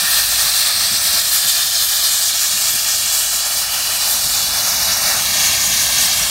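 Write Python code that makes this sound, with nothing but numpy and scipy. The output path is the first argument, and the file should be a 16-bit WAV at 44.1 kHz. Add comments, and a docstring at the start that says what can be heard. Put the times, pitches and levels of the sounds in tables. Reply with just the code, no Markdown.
"""Outdoors, a few metres from an excavator: a nozzle blasts compressed air and grit over its steel boom.
Jet: noise and dense random ticks, fluttering with the grit feed, coloured by aim, gap and steel.
Two near reflections with moving lags comb it; weaker echoes from the machine drift behind.
Over it: short edge whistles (sines), a compressor hum (low sine), wind rumble and puffs (filtered noise)."""
import sys
import numpy as np
from scipy import signal
from scipy.fft import rfft, irfft, next_fast_len
from scipy.io import wavfile
from scipy.ndimage import uniform_filter1d, map_coordinates

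SR = 44100
rng = np.random.default_rng(int(sys.argv[2]) if len(sys.argv) > 2 else 0)


def generate_wav(sig):
    """Save sig (samples, or channels by samples) to the path in sys.argv[1] as 16-bit PCM at SR."""
    pcm = np.round(np.clip(np.atleast_2d(sig).T, -1, 1) * 32767).astype(np.int16)
    wavfile.write(sys.argv[1], SR, pcm)


N = 277819
TIME_S = np.arange(N) / SR

# Wind rumble strength. Each row: time in seconds, level in dB before RUMBLE_TRIM_DB.
RUMBLE_LEVEL = [(0, -41), (1.1, -41), (1.35, -44), (2.35, -45.5), (2.8, -42), (3.7, -44), (4.25, -37.5),
                (5.5, -33), (6.3, -35.5)]
# Wind rumble spectrum, relative. Each row: frequency in Hz, density in dB per Hz.
RUMBLE_SPECTRUM = [(20, -40), (35, -15), (48, -3), (62, -3), (88, 2), (135, -5), (175, -2.5), (250, -7),
                   (390, -18.5), (490, -16), (840, -70)]
# Puffs of air on the microphone. Each row: centre in seconds, level in dB, length in seconds.
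PUFFS = [(0.047, -42, 0.044), (0.45, -43, 0.04), (.935, -35.5, 0.04), (1.15, -42.5, 0.091),
         (1.458, -40, 0.029), (1.836, -42.5, 0.028), (2.552, -42.5, .05), (2.747, -37, 0.028),
         (3.053, -44, .03), (4.266, -38, .035)]
# Compressor hum. Each row: time in seconds, mean level in dB.
HUM_LEVEL = [(0, -44), (2, -49.5), (3.5, -48.5), (5, -47.5), (6.3, -44.5)]
# Edge whistles. Each row: centre in seconds, frequency in Hz, length in seconds, peak rms level in dB.
WHISTLES = [(5.41, 6360, .04, -27), (5.665, 6750, .03, -19), (5.745, 6050, .03, -24),
            (5.987, 6400, 0.018, -17), (6.116, 6060, .02, -18), (6.136, 6200, .02, -24),
            (6.23, 5680, .04, -20)]
# Slow jet strength. Each row: time in seconds, hiss level in dB before JET_TRIM_DB,
# treble against hiss in dB (only its swing about the mean counts).
BLAST = [(0, -16.5, 4.5), (.3, -16.5, 4), (.85, -16, -1), (1.35, -16.5, 1), (3.05, -18, 0.3),
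         (3.65, -20, 2), (4.45, -17, -0.8), (5.1, -16.5, -0.4), (6.05, -16, -0.8), (6.3, -18.5, -1)]
# Momentary surges (+) and lapses (-) of the grit feed. Each row: centre in seconds, length in seconds,
# hiss change in dB, treble change against the hiss in dB.
SURGES = [(1.304, 0.031, -1.5, -0.5), (1.343, .05, 0, 4), (1.63, 0.042, 1.6, -1), (1.708, 0.056, -2, -1),
          (1.753, 0.036, 1.5, -1), (2.06, 0.066, 2.5, 1), (2.323, 0.036, -1.5, -2.5), (2.737, 0.069, -2, 1),
          (3.225, 0.054, 0.3, 1.5), (3.43, 0.054, 0, -4), (3.69, 0.053, -1, -3), (4.116, 0.074, 0.5, 3.5),
          (4.93, 0.048, 1.4, 0), (5.26, 0.12, -2, 1.6), (5.43, 0.17, 1.6, -1), (6.028, 0.13, 1.5, 0)]
# Colour of the aim; only swings about the means count. Each row: time in seconds,
# roar in dB, rush in dB, sizzle in dB, each against the hiss.
AIM = [(0, -16.5, -0.5, -4), (.9, -18, -6, 0), (1.8, -21, -7.5, -5.5), (3.15, -18.5, -8, 0),
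       (3.7, -13, -6, -2.5), (4.25, -15.5, -9.5, -2), (4.85, -11.5, -7.5, -5.5), (5.15, -11.5, -5, -3),
       (5.5, -16, -4, -5), (6.3, -15, -6, 1)]
# Free jet spectrum, relative. Each row: frequency in Hz, density in dB per Hz.
JET_SPECTRUM = [(150, -38), (400, -23.5), (490, -23), (620, -7.5), (1100, -9), (1750, -8), (2400, -5.5),
                (3100, -3.5), (4200, 0.1), (5500, -1), (7500, -3), (9500, -4), (12000, -6.5), (15500, -9)]
# Resonances of the steel boom. Each row: centre in Hz, width in Hz, gain in dB.
STEEL = [(665, 79, -1.5), (1466, 280, 3.5), (1700, 290, 2), (2860, 160, -1.5), (4190, 90, 0.5),
         (4500, 110, 2), (5700, 70, 0.5), (5800, 140, -0.5), (8450, 400, 2)]
# Broad resonance of the nozzle-to-steel gap. Each row: time in seconds, centre in Hz, gain in dB.
GAP = [(0, 3940, 2.5), (.6, 4180, 4), (1.0, 4700, 2), (1.55, 3430, 1), (2.0, 3700, 0.5), (2.1, 7350, 3.5),
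       (3.2, 7400, 1), (3.55, 7400, 3), (3.6, 2800, 1.5), (3.8, 2730, 4.5), (4.1, 2690, 1.5),
       (4.2, 5940, -2), (5.05, 6000, 3.5), (5.6, 6700, 4), (6.3, 6050, 0)]
# Three hollows moving with the angle to the steel, low to high, one list each.
# Each row: time in seconds, centre in Hz, gain in dB.
HOLLOWS = [
    [(0, 2170, -15), (.6, 2280, -5), (1.1, 2210, -2), (1.5, 2200, -8), (2.0, 2210, -7.5), (2.5, 2090, -3),
     (3.2, 2080, -9), (3.6, 2100, -3), (4.5, 2200, -0.5), (5.1, 1940, 6), (5.28, 1430, -17),
     (5.8, 1395, -13), (6.3, 1370, -3)],
    [(0, 2930, -4), (1.1, 2970, -6), (1.4, 2700, -3), (2.1, 2710, -12), (2.4, 2600, -1), (2.7, 3900, -6),
     (3.3, 3630, -3.5), (3.85, 3670, -6), (4.2, 3200, -3), (4.7, 3250, -9), (5.05, 3240, -14),
     (5.25, 3270, -2), (6.3, 3060, 2.5)],
    [(0, 6600, -3.5), (.4, 7350, -2), (.6, 6850, -5), (.95, 6900, -8), (1.3, 6350, -2), (1.8, 5870, -3),
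     (2.3, 5700, 0.5), (4.2, 7800, -0.5), (4.9, 7800, -3), (6.3, 7800, -1.5)],
]
# Fourth hollow, high in the treble. Each row: time in seconds, centre in Hz, gain in dB.
TOP_HOLLOW = [(0, 11600, -4), (.9, 11300, -4.5), (1.3, 11000, -1), (6.3, 11000, 2)]
# Near reflections. Each row: time in seconds, first lag in ms, second lag in ms.
REFLECTION_LAGS = [(0, 1.72, 1.97), (.5, 1.71, 2.0), (1.1, 1.7, 1.98), (1.6, 1.68, 2.03), (2.1, 1.7, 2.01),
                   (2.5, 1.73, 1.96), (3.1, 1.75, 1.96), (3.65, 1.72, 1.87), (4.2, 1.74, 1.84),
                   (4.8, 1.77, 1.89), (5.35, 1.78, 1.96), (5.75, 1.79, 2.03), (6.3, 1.79, 2.01)]
# Microphone port ripple. Each row: centre in Hz, width in Hz, gain in dB.
PORT = [(10370, 710, -2.5), (10830, 610, -2.5), (12650, 1300, 2.5), (13800, 900, -1.2)]

RUMBLE_TRIM_DB, GUST_SPREAD_DB, GUSTS_PER_S = -3.0, 1.0, 12
HUM_HZ = 52
JET_TRIM_DB = -2
# chance wander of the grit feed, on top of the surges
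FEED_TURNS_PER_S, FEED_HISS_DB, FEED_TREBLE_DB = 17, .5, .7
TOP_HZ = 15700


def undb(db):
    """Amplitude ratio of a dB value."""
    return 10 ** (np.asarray(db) / 20)


def unit(x):
    """Scale to rms 1."""
    return x / np.sqrt(np.mean(x ** 2))


def curves(table, at_s=TIME_S):
    """Columns of a table, joined by straight lines in time."""
    s, *columns = np.transpose(table)
    return [np.interp(at_s, s, column) for column in columns]


def spectrum_db(points, hz):
    """(Hz, dB) points joined on a log-frequency axis."""
    point_hz, point_db = np.transpose(points)
    return np.interp(np.log(hz + 1), np.log(point_hz), point_db)  # + 1 avoids log(0)


def bell(x, centre, width):
    """Smooth bump of height 1, `width` wide at half height."""
    return .5 ** ((2 * (x - centre) / width) ** 2)


def resonances_db(table, hz):
    """Summed gain of fixed bumps."""
    return sum(db * bell(hz, centre_hz, width_hz) for centre_hz, width_hz, db in table)


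def sweep_db(table, width_share, hz, s):
    """Gain over frequency and time of one moving bump or hollow; width is a share of its centre."""
    centre_hz, db = curves(table, s)
    return db * bell(hz[:, None], centre_hz, width_share * centre_hz)


def shaped(x, db_of_hz):
    """Filter by a fixed gain in dB against frequency."""
    size = next_fast_len(N)
    spectrum = rfft(x, size)
    hz = np.arange(len(spectrum)) * SR / size
    return irfft(spectrum * undb(db_of_hz(hz)), size)[:N]


def butter(x, order, cut_hz, kind):
    """Butterworth filter."""
    return signal.sosfilt(signal.butter(order, cut_hz, kind, fs=SR, output="sos"), x)


def walk(turns_per_s):
    """Smooth random curve, rms 1."""
    steps = rng.standard_normal(4096)
    return unit(map_coordinates(steps, [TIME_S * turns_per_s], order=3, mode="wrap"))


def delayed(x, lag_ms):
    """Read the sound at a moving lag."""
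    return map_coordinates(x, [np.arange(N) - lag_ms * SR / 1000], order=3)


def wind_rumble():
    """Moving air: low noise with gusty level."""
    rumble = unit(shaped(rng.standard_normal(N), lambda hz: spectrum_db(RUMBLE_SPECTRUM, hz)))
    gusts_db = GUST_SPREAD_DB * walk(GUSTS_PER_S)
    return rumble * undb(curves(RUMBLE_LEVEL)[0] + RUMBLE_TRIM_DB + gusts_db)


def wind_puffs():
    """Air striking the microphone: short thuds of low noise."""
    thud = butter(rng.standard_normal(N), 2, [50, 219], "band")
    out = np.zeros(N)
    for s, db, length_s in PUFFS:
        puff = thud * bell(TIME_S, s, length_s)
        puff_rms = np.sqrt(np.sum(puff ** 2) / (length_s * SR))
        out += undb(db) * puff / puff_rms
    return out


def compressor():
    """Firing note of the distant compressor engine: a sine, slightly unsteady in pitch and level."""
    hz = HUM_HZ + .15 * walk(2.8)
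    tone = unit(np.sin(2 * np.pi * np.cumsum(hz) / SR))
    return undb(curves(HUM_LEVEL)[0] + 2.0 * walk(4)) * tone


def edge_whistles(waver_hz=44.2):
    """The jet catches an edge: short sines with wavering pitch."""
    drift_turns = np.cumsum(waver_hz * walk(150)) / SR
    out = np.zeros(N)
    for s, hz, length_s, db in WHISTLES:
        tone = np.sqrt(2) * np.sin(2 * np.pi * (hz * TIME_S + drift_turns))
        out += undb(db) * bell(TIME_S, s, length_s / 2) * tone  # half height spans half the length
    return out


def surges_db(at_s, column):
    """Change by feed surges of the hiss (column 0) or of the treble (column 1)."""
    return sum(row[column] * bell(at_s, s, length_s) for s, length_s, *row in SURGES)


def grit_stream(grains_per_s=6000, grit_db=-9, grain_spread_db=4, flutter_db=.49, flutter_per_s=45):
    """Turbulent air plus a dense hail of grains, fluttering together with the uneven feed."""
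    air = rng.standard_normal(N)
    hits = rng.random(N) < grains_per_s / SR
    sizes_db = grain_spread_db * np.minimum(rng.exponential(size=N), 4.3)
    grains = hits * rng.uniform(-1.0, 1, N) * undb(sizes_db)
    ticks = signal.lfilter([1, -1], [1, -.6], grains)  # tiny hard impacts carry no bass
    return (air + undb(grit_db) * unit(ticks)) * undb(flutter_db * walk(flutter_per_s))


def aim_db(hz, s):
    """Swing of each frequency zone with aim and feed, blended into its neighbours."""
    roar, rush, sizzle = (c - c.mean() for c in curves(AIM, s))
    treble = curves(BLAST, s)[1]
    wander = FEED_TREBLE_DB * np.interp(s, TIME_S, walk(FEED_TURNS_PER_S))
    treble = treble - treble.mean() + surges_db(s, 1) + wander
    steady = 0 * s
    centres_hz = [850, 2100, 3700, 6200, 8000, 12000]
    swings_db = [roar, rush, steady, steady, (sizzle + treble) / 2, treble]
    shares = np.eye(len(centres_hz))
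    return sum(np.outer(np.interp(hz, centres_hz, share), swing) for share, swing in zip(shares, swings_db))


def eddies():
    """Shimmer maker: smoothed noise makes neighbouring frequencies swell and fade together."""
    def draw(shape):
        across_hz = uniform_filter1d(rng.standard_normal(shape), size=40, axis=0)
        return unit(uniform_filter1d(across_hz, size=4, axis=1))
    return draw


def aimed(x, shimmer_db=.87, gap_width=.18, hollow_width=.11):
    """Colour the jet by its angle and distance to the steel."""
    hz, s, frames = signal.stft(x, SR, nperseg=1024)
    fixed_db = spectrum_db(JET_SPECTRUM, hz) + resonances_db(STEEL, hz)
    db = aim_db(hz, s) + fixed_db[:, None] + sweep_db(GAP, gap_width, hz, s)
    for hollow in [*HOLLOWS, TOP_HOLLOW]:
        db = db + sweep_db(hollow, hollow_width, hz, s)
    db = db + shimmer_db * eddies()(db.shape)
    return signal.istft(frames * undb(db), SR)[1][:N]


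def reflections(x, first=.24, second=.23, scatter=.075, dull_hz=10500, count=12):
    """Two short detours, the second inverted, comb the hiss; weak machine echoes drift with the nozzle."""
    first_ms, second_ms = curves(REFLECTION_LAGS)
    near = first * delayed(x, first_ms) - second * delayed(x, second_ms)
    far = sum(delayed(x, lag_ms + .08 * walk(1.6)) for lag_ms in rng.uniform(2.3, 6.5, count))
    far = butter(far, 1, 2500, "high")  # small steel parts only throw back short waves
    # the plume is too wide for sharp combs in the highest treble
    return x + shaped(near + scatter * far, lambda hz: -10 * np.log10(1 + (hz / dull_hz) ** 6))


def jet():
    """The blast as it arrives: levelled on its main hiss band, then given its strength curve."""
    x = reflections(aimed(grit_stream()))
    hiss = butter(x, 6, [3300, 6800], "band")
    hiss_rms = np.sqrt(uniform_filter1d(hiss ** 2, size=SR // 3))
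    feed_db = surges_db(TIME_S, 0) + FEED_HISS_DB * walk(FEED_TURNS_PER_S)
    return x / hiss_rms * undb(curves(BLAST)[0] + feed_db + JET_TRIM_DB)


def scene():
    """All sources reach one microphone, the same in both channels."""
    mono = wind_rumble() + wind_puffs() + compressor() + edge_whistles() + jet()
    return np.array([mono, mono])


def record(dry):
    """The microphone port ripples the treble; the top is cut steeply."""
    heard = [shaped(x, lambda hz: resonances_db(PORT, hz)) for x in dry]
    return signal.sosfilt(signal.ellip(12, .1, 90, TOP_HZ, fs=SR, output="sos"), heard)


dry = scene()
out = record(dry)
generate_wav(out)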